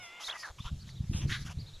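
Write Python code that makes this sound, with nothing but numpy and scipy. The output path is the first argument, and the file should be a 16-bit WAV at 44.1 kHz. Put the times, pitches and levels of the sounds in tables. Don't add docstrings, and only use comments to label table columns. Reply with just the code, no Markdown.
import sys
import numpy as np
from scipy import signal
from scipy.fft import rfft, irfft
from scipy.io import wavfile
from scipy.ndimage import uniform_filter1d

SR = 44100
rng = np.random.default_rng(int(sys.argv[2]) if len(sys.argv) > 2 else 0)


def generate_wav(signal):
    frames = np.transpose(np.atleast_2d(signal))
    scaled = np.clip(frames, -1, 1) * 32767
    pcm = np.round(scaled).astype(np.int16)
    wavfile.write(sys.argv[1], SR, pcm)


N = 79380
TIME = np.arange(N) / SR

# time_s, pitch_hz, level_db
MEOW_PATH = [(0, 742.6, -53), (0.041, 707, -52.5), (0.087, 675, -54.5), (0.134, 697, -53),
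             (0.188, 707, -52), (0.239, 668, -59.5), (0.269, 650.5, -57), (0.369, 646, -53.5),
             (0.421, 620, -56.5), (.44, 606.4, -49.5)]
# frequency_hz, gain_db
THROAT_COLOUR = [(700, -6), (1400, -2.5), (2100, 3), (2800, -3.5), (3500, -1.5), (4200, -32), (5200, -6.5),
                 (7000, -58), (12000, -47)]
# frequency_hz, gain_db
HUSK_COLOUR = [(100, -10), (450, -9.5), (950, 0), (1600, -9.5), (2300, 1), (3400, -4), (4400, -25),
               (7000, -46), (13000, -42)]

def meow():
    resonance_hz, thinning_db_per_s, husk_db = 1900, 42, -3.5
    times, pitches, levels = np.transpose(MEOW_PATH)
    pitch_hz = np.interp(TIME, times, pitches) * (1 + 0.0057 * wobble(165))
    voice = np.zeros(N)
    for harmonic in range(1, 15):
        hz = harmonic * pitch_hz
        octaves_away = np.minimum(abs(np.log2(hz / resonance_hz)), 1)
        gain_db = db_at(THROAT_COLOUR, hz) - thinning_db_per_s * TIME * octaves_away
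        voice += amp(gain_db) * np.cos(harmonic * phase_of(pitch_hz))
    husk = amp(husk_db) * colour(noise(), HUSK_COLOUR)
    return amp(np.interp(TIME, times, levels, right=-120)) * (voice + husk)


# time_s, pitch_hz, level_db
SQUEAL_PATH = [(0.233, 3080, -49), (0.25, 4030, -43), (.254, 4260, -48), (0.264, 4746, -53),
               (.271, 3816, -42), (.276, 3590, -36.5), (0.281, 4120, -49), (0.289, 3100, -49.5),
               (0.3, 3320, -32.5), (0.31, 4154, -51), (0.314, 3250, -38), (0.324, 3645, -49.5),
               (.329, 2800, -41.5), (0.343, 3233, -64)]

def squeal():
    times, pitches, levels = np.transpose(SQUEAL_PATH)
    phase = phase_of(np.interp(TIME, times, pitches) * (1 + 0.0173 * wobble(710)))
    tone = unit(np.sin(phase) + amp(-36) * np.sin(2 * phase))
    return amp(np.interp(TIME, times, levels, left=-120, right=-120)) * tone


# frequency_hz, gain_db
HISS_COLOUR = [(500, -42), (2500, -19), (4500, 4), (5800, 6.5), (7000, 2), (8300, -11), (10000, -3),
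               (12500, -14)]
# frequency_hz, gain_db
SIDE_COLOUR = [(20, -70), (3500, -80), (4300, -9.5), (5500, 1), (7200, -8), (8300, -6.5), (11000, -6),
               (13000, -27.5)]
# start_s, length_s, rise_s, level_db, first_hz, last_hz, width_hz,
# upper_hz, upper_db, hiss_db, side_db, pulses_per_s, noise_share (0 to 1)
CHICK_RASPS = [ (0.195, 0.055, 0.0045, -50.5, 1090, 1250, 650, 3050, 0, 1, -9, 260, 0.95),
               (0.217, 0.098, 0.032, -57, 1020, 1140, 1060, 3900, 5.5, 9.5, 3.5, 330, 1),
               (0.276, 0.076, 0.0088, -43, 1430, 1200, 1200, 2060, -15, -15, -23, 300, 0.84),
               (.332, 0.047, 0.0016, -46, 1170, 1510, 980, 2600, -12, -11, -14, 220, 0.63),
               (0.367, 0.076, 0.05, -64, 1450, 1480, 1500, 4850, 14.5, 13.5, 5, 350, 0.74),
               (.426, 0.067, 0.0059, -46, 1390, 1200, 920, 4100, -11.5, -10.5, -12.5, 330, 0.48),
               (.470, .046, .005, -47.5, 1253, 895, 920, 3780, -11.5, -16.5, -14, 175, 0.31),
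               (0.582, .030, 0.0052, -56.5, 1120, 1120, 300, 2840, 2, -3.5, -23, 300, 1),
               (0.604, 0.089, 0.0081, -69.5, 1140, 1080, 500, 3550, 12, 7, 6, 300, 1),
               (.640, 0.064, 0.019, -48, 1040, 1300, 390, 3200, 0, -9.5, -41, 230, 0.62),
               (0.861, 0.061, 0.017, -67, 905, 804, 1180, 3700, 8.5, 7, -4.5, 200, 1),
               (1.129, 0.099, 0.0042, -55.5, 1160, 800, 940, 3110, 6.5, -9, -14, 290, 0.94),
               (1.198, 0.071, 0.029, -56, 730, 640, 1050, 2720, 5, -4.5, -9, 205, 0.3),
               (1.266, 0.13, 0.023, -55.5, 2210, 1970, 1200, 4200, -1, 6.5, -11, 330, 1),
               (1.291, .045, 0.0089, -41.5, 1830, 1710, 675, 3110, -2.5, -7.5, -35, 330, 0.47),
               (1.311, .068, 0.011, -36.5, 1880, 1780, 720, 3410, -2.5, -22, -24, 360, 0.96),
               (1.371, 0.08, 0.0047, -55, 1710, 1830, 720, 3720, -0.5, -2, -3.5, 300, 0.97),
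               (1.444, 0.051, 0.032, -48.5, 1240, 1510, 870, 2780, -1, -3.5, -34, 250, 1),
               (1.489, 0.046, 0.0085, -51, 1340, 1120, 1020, 2600, -0.5, -2.5, -47, 240, 0.68)]

def rasp(length_s, rise_s, level_db, first_hz, last_hz, width_hz,
         upper_hz, upper_db, hiss_db, side_db, pulses_per_s, noise_share):
    t = np.arange(0, length_s, 1 / SR)
    progress, n = t / length_s, len(t)
    slowing, jitter = 0.25, 0.15
    cycles = np.cumsum(pulses_per_s * (1 + slowing * (0.5 - progress) + jitter * wobble(200)[:n])) / SR
    pulses = np.diff(np.floor(cycles), prepend=0)
    puffs = (0.55 + np.exp(-(cycles % 1) / 0.3)) * noise()[:n]
    drive = np.sqrt(1 - noise_share) * unit(pulses) + np.sqrt(noise_share) * unit(puffs)
    lower = resonate(drive, first_hz + (last_hz - first_hz) * progress, width_hz)
    upper = amp(upper_db) * resonate(drive, upper_hz, width_hz=1100)
    low_cut_hz = np.clip(0.36 * (first_hz + last_hz - width_hz), 100, 1200)
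    low_cut = signal.butter(4, low_cut_hz, "highpass", fs=SR, output="sos")
    throat = signal.sosfilt(low_cut, lower + upper)
    fade_in = np.minimum(t / rise_s, 1)
    fade_out = np.minimum((1 - progress) / 0.75, 1) ** 0.51
    swell = np.sin(np.pi * progress) ** 0.93
    mid = fade_in * fade_out * throat + swell * amp(hiss_db) * colour(drive, HISS_COLOUR)
    side = swell * amp(side_db) * colour(noise()[:n], SIDE_COLOUR)
    return amp(level_db) * mid, amp(level_db) * side


# start_s, length_s, first_hz, last_hz, level_db
WHISTLE_NOTES = [(.2, 0.019, 880, 830, -53), (0.282, 0.011, 2130, 2200, -43.5),
                 (.349, .014, 1910, 2066, -42.5), (0.353, 0.021, 1100, 1290, -49),
                 (0.428, 0.045, 1947, 1500, -42), (0.584, 0.021, 1111, 1127, -55),
                 (0.6, 0.018, 3380, 3610, -47.5), (0.668, 0.0235, 1392, 1344, -49),
                 (1.125, 0.031, 2700, 2556, -56), (1.203, 0.058, 5930, 6110, -58.5),
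                 (1.48, 0.013, 1610, 1400, -49)]

def whistles():
    out = np.zeros(N)
    for start_s, length_s, first_hz, last_hz, level_db in WHISTLE_NOTES:
        progress = np.arange(0, length_s, 1 / SR) / length_s
        slide_hz = first_hz + (last_hz - first_hz) * progress
        pitch_hz = slide_hz * (1 + 0.02 * wobble(280)[:len(progress)])
        add(out, start_s, amp(level_db) * np.sin(np.pi * progress) * unit(np.sin(phase_of(pitch_hz))))
    return out


# centre_s, width_s, level_db
WING_PUFFS = [(.285, 0.0046, -59), (0.509, 0.0034, -43), (0.606, 0.0017, -31.5), (0.656, 0.0022, -34.5),
              (0.663, 0.0035, -32), (.718, 0.0016, -30), (.731, 0.002, -27), (1.008, 0.0017, -25),
              (1.1, 0.0018, -22), (1.115, 0.0011, -28), (1.151, 0.0017, -22.5), (1.163, 0.0032, -55),
              (1.242, 0.0017, -23), (1.256, 0.002, -23.5), (1.313, 0.0015, -30), (1.51, 0.0021, -40),
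              (1.577, 0.0021, -27.5), (1.757, 0.0091, -45)]

def wing_puffs():
    out = np.zeros(N)
    for centre_s, width_s, level_db in WING_PUFFS:
        offset = (TIME - centre_s) / width_s
        out -= amp(level_db) * offset * np.exp((1 - offset ** 2) / 2)
    return out


# time_s, level_db
SWIRL_LEVELS = [(0, -58.5), (.12, -92), (.49, -69.5), (.53, -63.5), (.69, -52.5), (.745, -39),
                (0.792, -50.5), (.94, -48.5), (1.03, -38.5), (1.08, -44.5), (1.16, -35), (1.23, -35.5),
                (1.31, -37.5), (1.35, -40), (1.45, -39.5), (1.538, -51.5), (1.598, -37), (1.68, -52),
                (1.8, -59)]
# frequency_hz, gain_db
RUMBLE_COLOUR = [(20, -3), (50, 0), (90, 5), (140, 5), (200, -8), (260, -21), (330, -26), (450, -42.5),
                 (1000, -44), (3000, -68)]
# frequency_hz, gain_db
RUSH_COLOUR = [(100, -7), (240, -8.5), (320, 1.5), (420, -9.5), (700, -22.5), (1200, -38), (3000, -70)]

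def wing_swirl():
    times, levels = np.transpose(SWIRL_LEVELS)
    level_db = np.interp(TIME, times, levels) + 2 * wobble(24.4)
    rumble = colour(noise(), RUMBLE_COLOUR)
    rumble /= np.sqrt(uniform_filter1d(rumble ** 2, size=2200) + 1e-6)
    rush_db = -52 + 2.35 * (level_db - levels.max())
    return amp(level_db) * rumble + amp(rush_db) * colour(noise(), RUSH_COLOUR)


# start_s, level_db, ring_hz
STICK_TICKS = [(.307, -57, 4030), (0.31, -44, 3800), (0.391, -50, 5500), (.779, -65, 6040),
               (.891, -48.5, 2190), (1.042, -60.5, 1700), (1.218, -45, 2940), (1.463, -47, 2680),
               (1.596, -59.5, 2300)]

def sticks():
    width_hz, decay_s, knock_hz, knock_db = 960, 0.0019, 990, -6
    out, t = np.zeros(N), TIME[:1000]
    for start_s, level_db, ring_hz in STICK_TICKS:
        snap = noise()[:len(t)]
        ring = resonate(snap, ring_hz, width_hz)
        knock = amp(knock_db) * resonate(snap, knock_hz, width_hz)
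        add(out, start_s, 2 * amp(level_db) * np.exp(-t / decay_s) * (ring + knock))
    return out


# start_s, top_pitch_hz, level_db
BIRD_CHIRPS = [(.795, 4790, -58.5), (.885, 4500, -59), (.95, 3975, -60.5), (1.40, 4890, -59),
               (1.583, 4750, -53.5), (1.660, 4235, -55), (1.728, 4160, -56)]

def far_bird():
    chirp_s, echo_s, echo_db = 0.044, 0.25, -5
    out = np.zeros(N)
    arch = np.sin(np.pi * np.arange(0, chirp_s, 1 / SR) / chirp_s)
    for start_s, top_pitch_hz, level_db in BIRD_CHIRPS:
        pitch_hz = top_pitch_hz * (1 - 0.18 * (1 - arch ** 2) + 0.033 * wobble(670)[:len(arch)])
        add(out, start_s, amp(level_db) * arch ** 0.45 * unit(np.sin(phase_of(pitch_hz))))
    tail = noise() * amp(-60 * TIME / echo_s)
    echo = signal.fftconvolve(out, tail / np.linalg.norm(tail))[:N]
    return out + amp(echo_db) * echo


# frequency_hz, gain_db
AIR_COLOUR = [(20, -4), (100, 6), (200, -2.5), (400, 5), (1000, -2.5), (2300, -2.5), (3000, 0), (3700, 2.5),
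              (4800, -2), (7000, -1), (8300, -10), (10500, -11.5), (12800, -14.5)]

def air(colour_table):
    patch_db = 1.8
    hz, _, spectrum = signal.stft(noise(), SR, nperseg=512, noverlap=384)
    patches = uniform_filter1d(rng.standard_normal(spectrum.shape), size=8, axis=0)
    patches = unit(uniform_filter1d(patches, size=20, axis=1))
    spectrum *= amp(db_at(colour_table, hz)[:, None] + patch_db * patches)
    return unit(signal.istft(spectrum, nperseg=512, noverlap=384)[1][:N])


def amp(db):
    return 10 ** (np.asarray(db) / 20)


def unit(x):
    return x / np.sqrt(np.mean(x ** 2) + 1e-20)


def add(mix, start_s, sound):
    part = mix[max(round(start_s * SR), 0):][:len(sound)]
    part += sound[:len(part)]


def db_at(colour_table, hz):
    frequencies, gains = np.transpose(colour_table)
    return np.interp(np.log(hz + 1), np.log(frequencies + 1), gains)


def colour(x, colour_table):
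    gain = amp(db_at(colour_table, np.fft.rfftfreq(len(x), 1 / SR)))
    return unit(irfft(rfft(x) * gain, len(x)))


def noise():
    return rng.standard_normal(N)


def wobble(rate_hz):
    keep_slow = np.exp(-(np.fft.rfftfreq(N, 1 / SR) / rate_hz) ** 2)
    return unit(irfft(rfft(noise()) * keep_slow, N))


def phase_of(hz):
    return 2 * np.pi * np.cumsum(hz) / SR


def resonate(x, hz, width_hz):
    spin = np.exp(1j * phase_of(hz * np.ones(len(x))))
    b, a = signal.butter(2, np.clip(width_hz / 2, 10, SR / 4), fs=SR)
    return unit((spin * signal.lfilter(b, a, x / spin)).real)


def scene():
    mid = meow() + squeal() + whistles() + wing_puffs() + wing_swirl() + sticks() + far_bird()
    mid += amp(-62) * air(AIR_COLOUR)
    side = amp(-77.5 + 16.5 * wobble(4.7)) * air(SIDE_COLOUR)
    for start_s, *settings in CHICK_RASPS:
        rasp_mid, rasp_side = rasp(*settings)
        add(mid, start_s, rasp_mid)
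        add(side, start_s, rasp_side)
    return np.array([mid + side, mid - side])


def record(dry):
    cutoff_hz = 13200
    low_pass = signal.firwin(511, cutoff_hz, window=("kaiser", 9), fs=SR)
    return signal.oaconvolve(dry, low_pass[None], "same")


dry = scene()
out = record(dry)
generate_wav(out)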